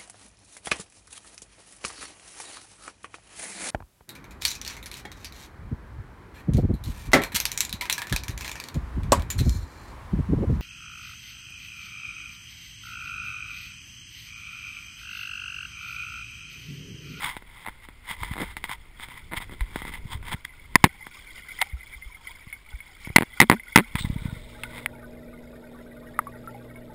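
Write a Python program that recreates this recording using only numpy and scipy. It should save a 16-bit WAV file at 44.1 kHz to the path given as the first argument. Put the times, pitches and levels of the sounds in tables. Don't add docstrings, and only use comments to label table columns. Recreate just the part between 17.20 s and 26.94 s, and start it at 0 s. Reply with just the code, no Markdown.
import sys
import numpy as np
from scipy import signal
from scipy.fft import rfft, irfft
from scipy.io import wavfile

SR = 44100
rng = np.random.default_rng(int(sys.argv[2]) if len(sys.argv) > 2 else 0)


def file_out(sig):
    cols = np.atleast_2d(sig).T
    lim = np.clip(cols, -1, 1)
    pcm = np.round(lim * 32767).astype(np.int16)
    wavfile.write(sys.argv[1], SR, pcm)


N = 429534
TIME = np.arange(N) / SR
SHORT = TIME[:SR // 5]
DIP_START_S, DIP_END_S = 6.6, 7.65

# f/Hz, width/Hz before damping, level/dB
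CASE_MODES = [(978, 190, -3.5), (1164, 220, -17), (1465, 330, -8.5), (1748, 140, -7.5), (2022, 170, 4),
              (2180, 160, -24.5), (2600, 890, -24.5), (3380, 920, -13), (3540, 480, -16), (3830, 760, -27)]
# t/s, ring level/dB, contact hardness f/Hz
FINGER_TAPS = [(.167, -21, 860), (.223, -36, 565), (.475, -27.5, 700), (.484, -24.5, 705),
               (0.687, -30, 600), (1.033, -16, 2480), (1.137, -20, 4000), (1.368, -17.5, 2500),
               (1.441, -12.5, 3970), (1.494, -20, 2500), (1.798, -27, 1500), (1.886, -28.5, 2000),
               (2.203, -30, 600), (2.295, -32, 504), (2.408, -19, 4050), (2.559, -16.5, 394),
               (2.619, -24.5, 590), (2.651, -25.5, 500), (2.738, -23.5, 1936), (3.028, -33, 1200),
               (3.251, -28, 4040), (3.868, -27, 790), (6.755, -11.5, 3500), (7.436, -19.5, 5030),
               (7.581, -23.5, 3000)]
# t/s, relative level/dB
HAND_GRIP = [(0, -46.5), (.85, -48.5), (1.08, -36.5), (1.35, -40.5), (1.7, -47), (2.1, -42.5), (2.6, -37.5),
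             (3.12, -35.5), (3.22, -50.5), (3.55, -41.5), (3.75, -48), (5.65, -50.5), (5.9, -47),
             (6.6, -50), (6.85, -36), (7.35, -44.5), (8.3, -57), (9.74, -54)]


def from_db(db):
    return 10 ** (np.asarray(db) / 20)


def rms_one(x):
    return x / np.sqrt(np.mean(x ** 2) + 1e-20)


def peak_one(x):
    return x / (np.abs(x).max() + 1e-20)


def in_time(rows):
    return np.interp(TIME, *np.transpose(rows))


def add(out, s, sound):
    at = max(0, int(s * SR))
    out[at:at + len(sound)] += sound[:max(0, N - at)]


def cut(x, hz, kind, order=2):
    corner = np.clip(hz, 10, .45 * SR)
    return signal.sosfilt(signal.butter(order, corner, kind, fs=SR, output="sos"), x + 1e-18)


def coloured(x, spectrum):
    hz, db = np.transpose(spectrum)
    bins = np.maximum(np.arange(SR * 5 + 1) / 10, 1)
    gain = from_db(np.interp(np.log(bins), np.log(hz), db))
    return rms_one(irfft(rfft(x, 10 * SR) * gain)[:N])


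def drift(rate):
    knots = np.arange(0, N / SR + 1, 1 / rate)
    return np.interp(TIME, knots, rms_one(rng.standard_normal(len(knots))))


def resonance(x, hz, width):
    r = np.exp(-np.pi * width / SR)
    forward = np.array([1, 0, -1]) * (1 - r * r) / 2
    feedback = [1, -2 * r * np.cos(2 * np.pi * hz / SR), r * r]
    return signal.lfilter(forward, feedback, x + 1e-18)


def ping(hz, t60, attack_cycles, glide):
    phase = 2 * np.pi * hz * np.cumsum(1 + glide * np.minimum(SHORT / t60, 1)) / SR
    build_up = 1 - np.exp(-SHORT * hz / attack_cycles)
    return peak_one(np.sin(phase) * from_db(-60 * SHORT / t60) * build_up)


def depth():
    return np.interp(TIME, [DIP_START_S, DIP_END_S], [0, 1])


def case(force, strengths=None, damping=1):
    strengths = np.ones(len(CASE_MODES)) if strengths is None else strengths
    return sum(strength * from_db(db) * resonance(force, hz, width * damping)
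               for (hz, width, db), strength in zip(CASE_MODES, strengths))


def press(length):
    return np.sin(np.pi * np.minimum(SHORT / length, 1)) ** 2


def blow(ring_db, push_db, hardness_hz, damping=1, grit_s=0.0025, push_s=0.0019,
         wall_hz=200, wall_width=240, top_hz=3700):
    force = .08 * rng.standard_normal(len(SHORT)) * np.exp(-SHORT / grit_s)
    force[0] = 1
    force = cut(force, hardness_hz, "low", order=1)
    force = cut(force, top_hz, "low", order=4)
    place = from_db(rng.standard_normal(len(CASE_MODES)))
    ring = peak_one(cut(case(force, place, damping), 650, "high", order=3))
    push = peak_one(resonance(press(push_s), wall_hz, wall_width))
    return -from_db(ring_db) * ring - from_db(push_db) * push


def knocks(restitution=.41, shortest_flight_s=.0049, softening=.78):
    # t/s, ring level/dB, push level/dB, hardness f/Hz, number of bounces, first flight t/s,
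    # ring level of the first bounce/dB
    hits = [(3.5556, 12, -4.5, 850, 0, 0, 0), (3.641, 17.5, 1.5, 5000, 4, .0114, -12),
            (5.872, -30, -33, 450, 1, .030, -34), (5.961, 20, 3.5, 2600, 1, .023, 0),
            (6.0086, -15, -15, 800, 2, .014, -12), (6.202, 15, -7.5, 6000, 5, .013, 3),
            (6.2987, 4.5, -2.5, 950, 6, .016, -1.5), (6.559, 20, 7, 2700, 6, .0165, 4)]
    tank_damping = 1.6
    ring_loss_db, push_loss_db = 6, 3.5
    settle_db = -27.5
    out = np.zeros(N)
    for s, ring_db, push_db, hardness_hz, bounces, flight, rebound_db in hits:
        add(out, s, blow(ring_db, push_db, hardness_hz, tank_damping))
        dent_db = -9 + 0.68 * rebound_db
        for k in range(round(bounces)):
            s += flight
            hardness_hz = hardness_hz * softening
            bounce = blow(rebound_db - ring_loss_db * k, dent_db - push_loss_db * k, hardness_hz, tank_damping)
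            add(out, s, bounce)
            flight = shortest_flight_s + restitution * (flight - shortest_flight_s)
        if bounces > 4:
            add(out, s, -from_db(settle_db) * ping(228, t60=.08, attack_cycles=0.73, glide=0))
    return out


def taps(push_db=-12, push_db_per_octave=-5.5):
    out = np.zeros(N)
    for s, ring_db, hardness_hz in FINGER_TAPS:
        octaves = np.log2(hardness_hz / 1000)
        dent_db = ring_db + push_db + push_db_per_octave * octaves
        add(out, s, blow(ring_db, dent_db, hardness_hz))
    return out


def judders(unevenness=0.1975, swell_db=9):
    # start t/s, end t/s, slips per second, mid-run ring level/dB, mid-run push level/dB, hardness f/Hz
    runs = [(0.449, 0.501, 114, -23, -58, 780), (1.158, 1.249, 103, -20.5, -28, 450),
            (1.198, 1.242, 182, -27.5, -24.5, 600), (2.113, 2.151, 191, -23.5, -33.5, 600),
            (2.301, 2.348, 110, -40, -37, 898), (2.668, 2.712, 74, -53, -36, 1200),
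            (3.117, 3.147, 138, -19, -34, 1298)]
    out = np.zeros(N)
    for start, end, rate, ring_db, push_db, hardness_hz in runs:
        for s in np.arange(start, end, 1 / rate):
            late, strength = rng.standard_normal(2)
            swell = np.sin(np.pi * (s - start) / (end - start)) - 1
            db = swell_db * swell + 2 * strength
            add(out, s + unevenness * late / rate, blow(ring_db + db, push_db + db, hardness_hz))
    return out


def sliding(shape=1.42):
    # t of the peak/s, level/dB, rise and fall time t/s
    finger_strokes = [(0.053, -27.5, 0.052), (.42, -48.5, 0.11), (0.643, -45, 0.016), (.911, -29.5, 0.031),
                      (1.04, -38.5, 0.048), (1.12, -40.5, 0.029), (1.225, -36, 0.047), (1.31, -42, .02),
                      (1.518, -32.5, 0.021), (1.832, -38, 0.027), (1.977, -44, .02), (2.173, -26.5, 0.0099),
                      (2.226, -33, 0.014), (2.33, -44, 0.018), (2.575, -46.5, .028), (2.683, -35, 0.017),
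                      (2.742, -39, 0.028), (2.93, -33.5, 0.025), (3.085, -38, 0.031), (3.128, -26, 0.011),
                      (3.251, -26, 0.0024), (6.791, -30.5, 0.0081), (6.856, -36, 0.0088),
                      (7.06, -44, 0.021), (7.57, -44, 0.058)]
    fidget_db, fidget_swing_db = -18, 6.5
    skid_db, skid_rise_s, skid_fall_s = -22, 0.0028, .016
    power = from_db(in_time(HAND_GRIP) + fidget_db + fidget_swing_db * drift(12)) ** 2 * (1 - depth())
    strokes = [(s, db, fall, fall) for s, db, fall in finger_strokes]
    skids = [(s + skid_rise_s, db + skid_db, skid_rise_s, skid_fall_s) for s, db, hardness_hz in FINGER_TAPS]
    lag = np.arange(-SR // 4, SR // 4) / SR
    for s, db, rise, fall in strokes + skids:
        swell = from_db(db) * np.exp(-np.abs(lag / np.where(lag < 0, rise, fall)) ** shape)
        add(power, s + lag[0], swell[s + lag >= 0] ** 2)
    return power


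def rubbing(rough_db=3.5, skin_db=-19):
    # f/Hz, relative gain/dB
    scrape_spectrum = [(300, -15.5), (620, -5), (900, 6.5), (1200, 8), (1700, 3), (2100, 7), (2650, 3),
                       (3300, 10.5), (4200, -6), (5200, 1), (6000, -10.5)]
    drag_spectrum = [(40, -13), (130, 7.0), (350, -6), (600, -10.0), (1500, -18), (5000, -49)]
    friction = rng.standard_normal(N) * from_db(rough_db * drift(600) + drift(160))
    place = [from_db(2 * drift(16)) for mode in CASE_MODES]
    scrape = coloured(case(friction, place), scrape_spectrum)
    drag = coloured(friction, drag_spectrum)
    return np.sqrt(sliding()) * (scrape + from_db(skin_db) * drag)


def handling(leak_hz=62, rumble_db=-3):
    # t/s, peak level/dB, contact t/s
    soft_bumps = [(1.016, -27, .01), (1.111, -22.5, 0.0056), (2.171, -27.5, .0082), (2.852, -25, .0073),
                  (2.947, -23.5, .011), (2.974, -31, 0.014), (3.142, -22, 0.0057), (3.643, -13.5, 0.0052),
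                  (5.269, -36, 0.0057), (5.872, -28.5, .005), (5.9, -24, .0062)]
    # t/s, peak level/dB, after-beat delay t/s
    low_throbs = [(6.751, -16, 0.056), (6.8453, -16, .023), (6.899, -16, .029), (6.96, -18, .058),
                  (7.054, -17, .029), (7.126, -23, 0.041)]
    # t/s, peak level/dB, f/Hz
    rocking = [(2.41, -17, 43), (4.532, -24, 60.7), (4.755, -37, 51), (4.859, -34, 45), (5.537, -28.5, 52)]
    # f/Hz, relative gain/dB
    rumble_spectrum = [(15, -2.5), (35, 0.5), (60, -3.5), (100, -11), (200, -21.5), (400, -26.5),
                       (1500, -56)]
    throb_s, afterbeat_s, afterbeat_db = 0.0052, 0.0067, -8.5
    out = from_db(in_time(HAND_GRIP) + rumble_db) * coloured(rng.standard_normal(N), rumble_spectrum)
    throbs = [(s, db, throb_s) for s, db, delay in low_throbs]
    afterbeats = [(s + delay, db + afterbeat_db, afterbeat_s) for s, db, delay in low_throbs]
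    for s, db, length in list(soft_bumps) + throbs + afterbeats:
        pressure = cut(press(length), leak_hz, "high")
        add(out, s, from_db(db) * peak_one(pressure))
    for s, db, hz in rocking:
        add(out, s, -from_db(db) * ping(hz, t60=0.092, attack_cycles=.6, glide=0))
    return out


def plops(splash_db=-7, reach=0.92, long_s=0.026):
    # t/s, level before the final filter/dB, starting f/Hz, t to fall by 60 dB/s
    loud_drops = [(4.389, -27.5, 2006, 0.068), (4.414, -13, 2076, 0.026), (4.4172, -6, 3320, 0.0018),
                  (4.419, -19.5, 765, 0.03), (4.424, -13, 2080, 0.014), (4.823, -33, 2087, .09),
                  (5.327, -26.5, 2176, .068), (5.604, -31, 2170, 0.05), (5.848, -30, 2220, 0.055),
                  (6.397, -30, 2050, .052), (7.435, -18.5, 2550, 0.0076), (7.6605, -10, 2130, 0.0058),
                  (8.990, -9, 1230, 0.017), (8.9905, -27.5, 1850, .024), (9.069, -28.5, 1120, 0.063),
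                  (9.274, -30.5, 1340, 0.078), (9.345, -38, 807, 0.14), (9.558, -40, 2190, .074)]
    out = np.zeros(N)
    for s, db, hz, t60 in loud_drops:
        splash = .2 * rng.standard_normal(len(SHORT)) * from_db(-60 * SHORT / t60)
        splash[0] = 1
        violence = min(1, (long_s / t60) ** 2)
        flick = violence * peak_one(case(cut(splash, reach * hz, "low", order=3)))
        ring = ping(hz, t60, attack_cycles=0.31, glide=0.065)
        add(out, s, from_db(db) * (ring + from_db(splash_db) * flick))
    return cut(out, 645, "high", order=5)


def fizz(hz=3660, width=330, rough_db=5, spray_db=-21):
    start_s = 6.783
    burst_db, fall_db_per_s = -28.5, 322
    sinking_db, under_db = -55.5, -67.5
    bursts = rng.standard_normal(N) * from_db(rough_db * drift(350))
    wet_s = np.maximum(TIME - start_s, 0)
    first_wash = from_db(burst_db - fall_db_per_s * wet_s)
    lasting = from_db(np.where(TIME < DIP_END_S, sinking_db, under_db))
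    level = (wet_s > 0) * np.hypot(first_wash, lasting)
    spray = from_db(spray_db) * cut(bursts, 3000, "high")
    return level * rms_one(resonance(bursts, hz, width) + spray)


def bubbles(per_s, size_db, ring_s, wash_db, count=60):
    out, draws = np.zeros(N), np.random.default_rng(rng.integers(2 ** 31))
    for hz in np.geomspace(750, 5500, count) * rng.uniform(1.0, 1.02, count):
        smallness = hz / 2000
        births = int(per_s * smallness ** 2 * N / SR / count) + 1
        clicks = np.zeros(N)
        moments = draws.integers(0, N, births)
        clicks[moments] = from_db(size_db * np.minimum(draws.exponential(1, births), 3))
        width = np.log(1000) / np.pi / ring_s * smallness
        out += resonance(clicks, hz, width) / smallness
    return rms_one(out) + from_db(wash_db) * rng.standard_normal(N)


def trickle(gush_db=3.5, surge_db=1.0, gurgle_db=-52.5):
    # t/s, level before gushing/dB
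    air_level = [(0, -62.5), (3.4, -56.5), (4.3, -44.5), (4.65, -51), (6.1, -47.5), (6.9, -49.5)]
    # f/Hz, relative gain/dB
    air_spectrum = [(100, -16.5), (250, -11), (650, -16.5), (1000, -13), (1250, -16.5), (1500, -7.5),
                    (1750, -21), (2050, 1), (2280, 0), (2600, -23.5), (3350, -9.5), (4000, -23),
                    (5200, -18), (6000, -25.5)]
    # f/Hz, relative gain/dB
    water_spectrum = [(300, 13.5), (700, -15), (830, 13.5), (1020, 3), (1250, 1.5), (1480, 10), (1680, -2),
                      (1900, 6), (2230, 2.5), (2650, -10), (3550, -14.5), (4200, -16), (5200, -11),
                      (6000, -18)]
    above = bubbles(per_s=640, size_db=5, ring_s=.04, wash_db=-1)
    below = bubbles(per_s=420, size_db=4.5, ring_s=.065, wash_db=-2)
    in_air = from_db(in_time(air_level) + gush_db * drift(22)) * coloured(above, air_spectrum)
    under = from_db(gurgle_db + surge_db * drift(7.8)) * coloured(below, water_spectrum)
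    return np.sqrt(1 - depth()) * in_air + np.sqrt(depth()) * under


def pump(churn_db=-46.5, waver_db=2.0, in_air_db=-31, under_db=-2):
    # f/Hz, level before wavering and coupling/dB
    motor_lines = [(60, -58), (160, -62), (180, -64), (240, -47.5), (280, -64), (480, -59), (540, -64),
                   (600, -60)]
    # f/Hz, relative gain/dB
    churn_spectrum = [(25, 0), (60, -1), (90, -10.5), (150, 0), (200, -9.5), (290, -2), (390, -4),
                      (450, -0.5), (560, -5), (635, 3.5), (690, -12.5), (800, -18), (2000, -50.5)]
    drone_hz, drone_db, swing_db = 120, -57, 8
    beat_hz, swell_s = 0.5, 7.38
    hum = np.zeros(N)
    for hz, db in motor_lines:
        tone = np.sqrt(2) * np.sin(2 * np.pi * (hz * TIME + rng.random()))
        hum += from_db(db + waver_db * drift(1)) * tone
    swell_db = swing_db * np.cos(2 * np.pi * beat_hz * (TIME - swell_s))
    drone = from_db(drone_db + swell_db) * np.sqrt(2) * np.sin(2 * np.pi * drone_hz * TIME)
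    churn = from_db(churn_db) * coloured(rng.standard_normal(N), churn_spectrum)
    coupling = from_db(in_air_db) + from_db(under_db) * depth()
    return depth() * drone + coupling * (hum + churn)


def room_hiss(level_db=-61):
    open_air = np.sqrt(1 - depth())
    spectrum = [(100, -4.5), (600, -6), (950, -3.0), (1700, -5.5), (2050, 0), (2700, -4.5),
                (3500, -7.5), (5000, -14.5), (6000, -23.5)]
    return from_db(level_db) * open_air * coloured(rng.standard_normal(N), spectrum)


def scene():
    touches = knocks() + taps() + judders() + rubbing() + handling()
    water = plops() + fizz() + trickle() + pump()
    return (touches + water + room_hiss())[None]


def record(dry):
    recorder_hz, cutoff_hz = 12000, 15600
    overloaded = np.clip(dry, -1.1, 1.1)
    coarse = np.clip(signal.resample_poly(overloaded, recorder_hz, SR, axis=-1), -1, 1)
    steps = np.repeat(coarse, 8, axis=-1)
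    held = signal.resample_poly(steps, SR, 8 * recorder_hz, axis=-1)[:, :N]
    return signal.sosfilt(signal.ellip(8, .3, 60, cutoff_hz, fs=SR, output="sos"), held)


dry = scene()
out = record(dry)
file_out(out)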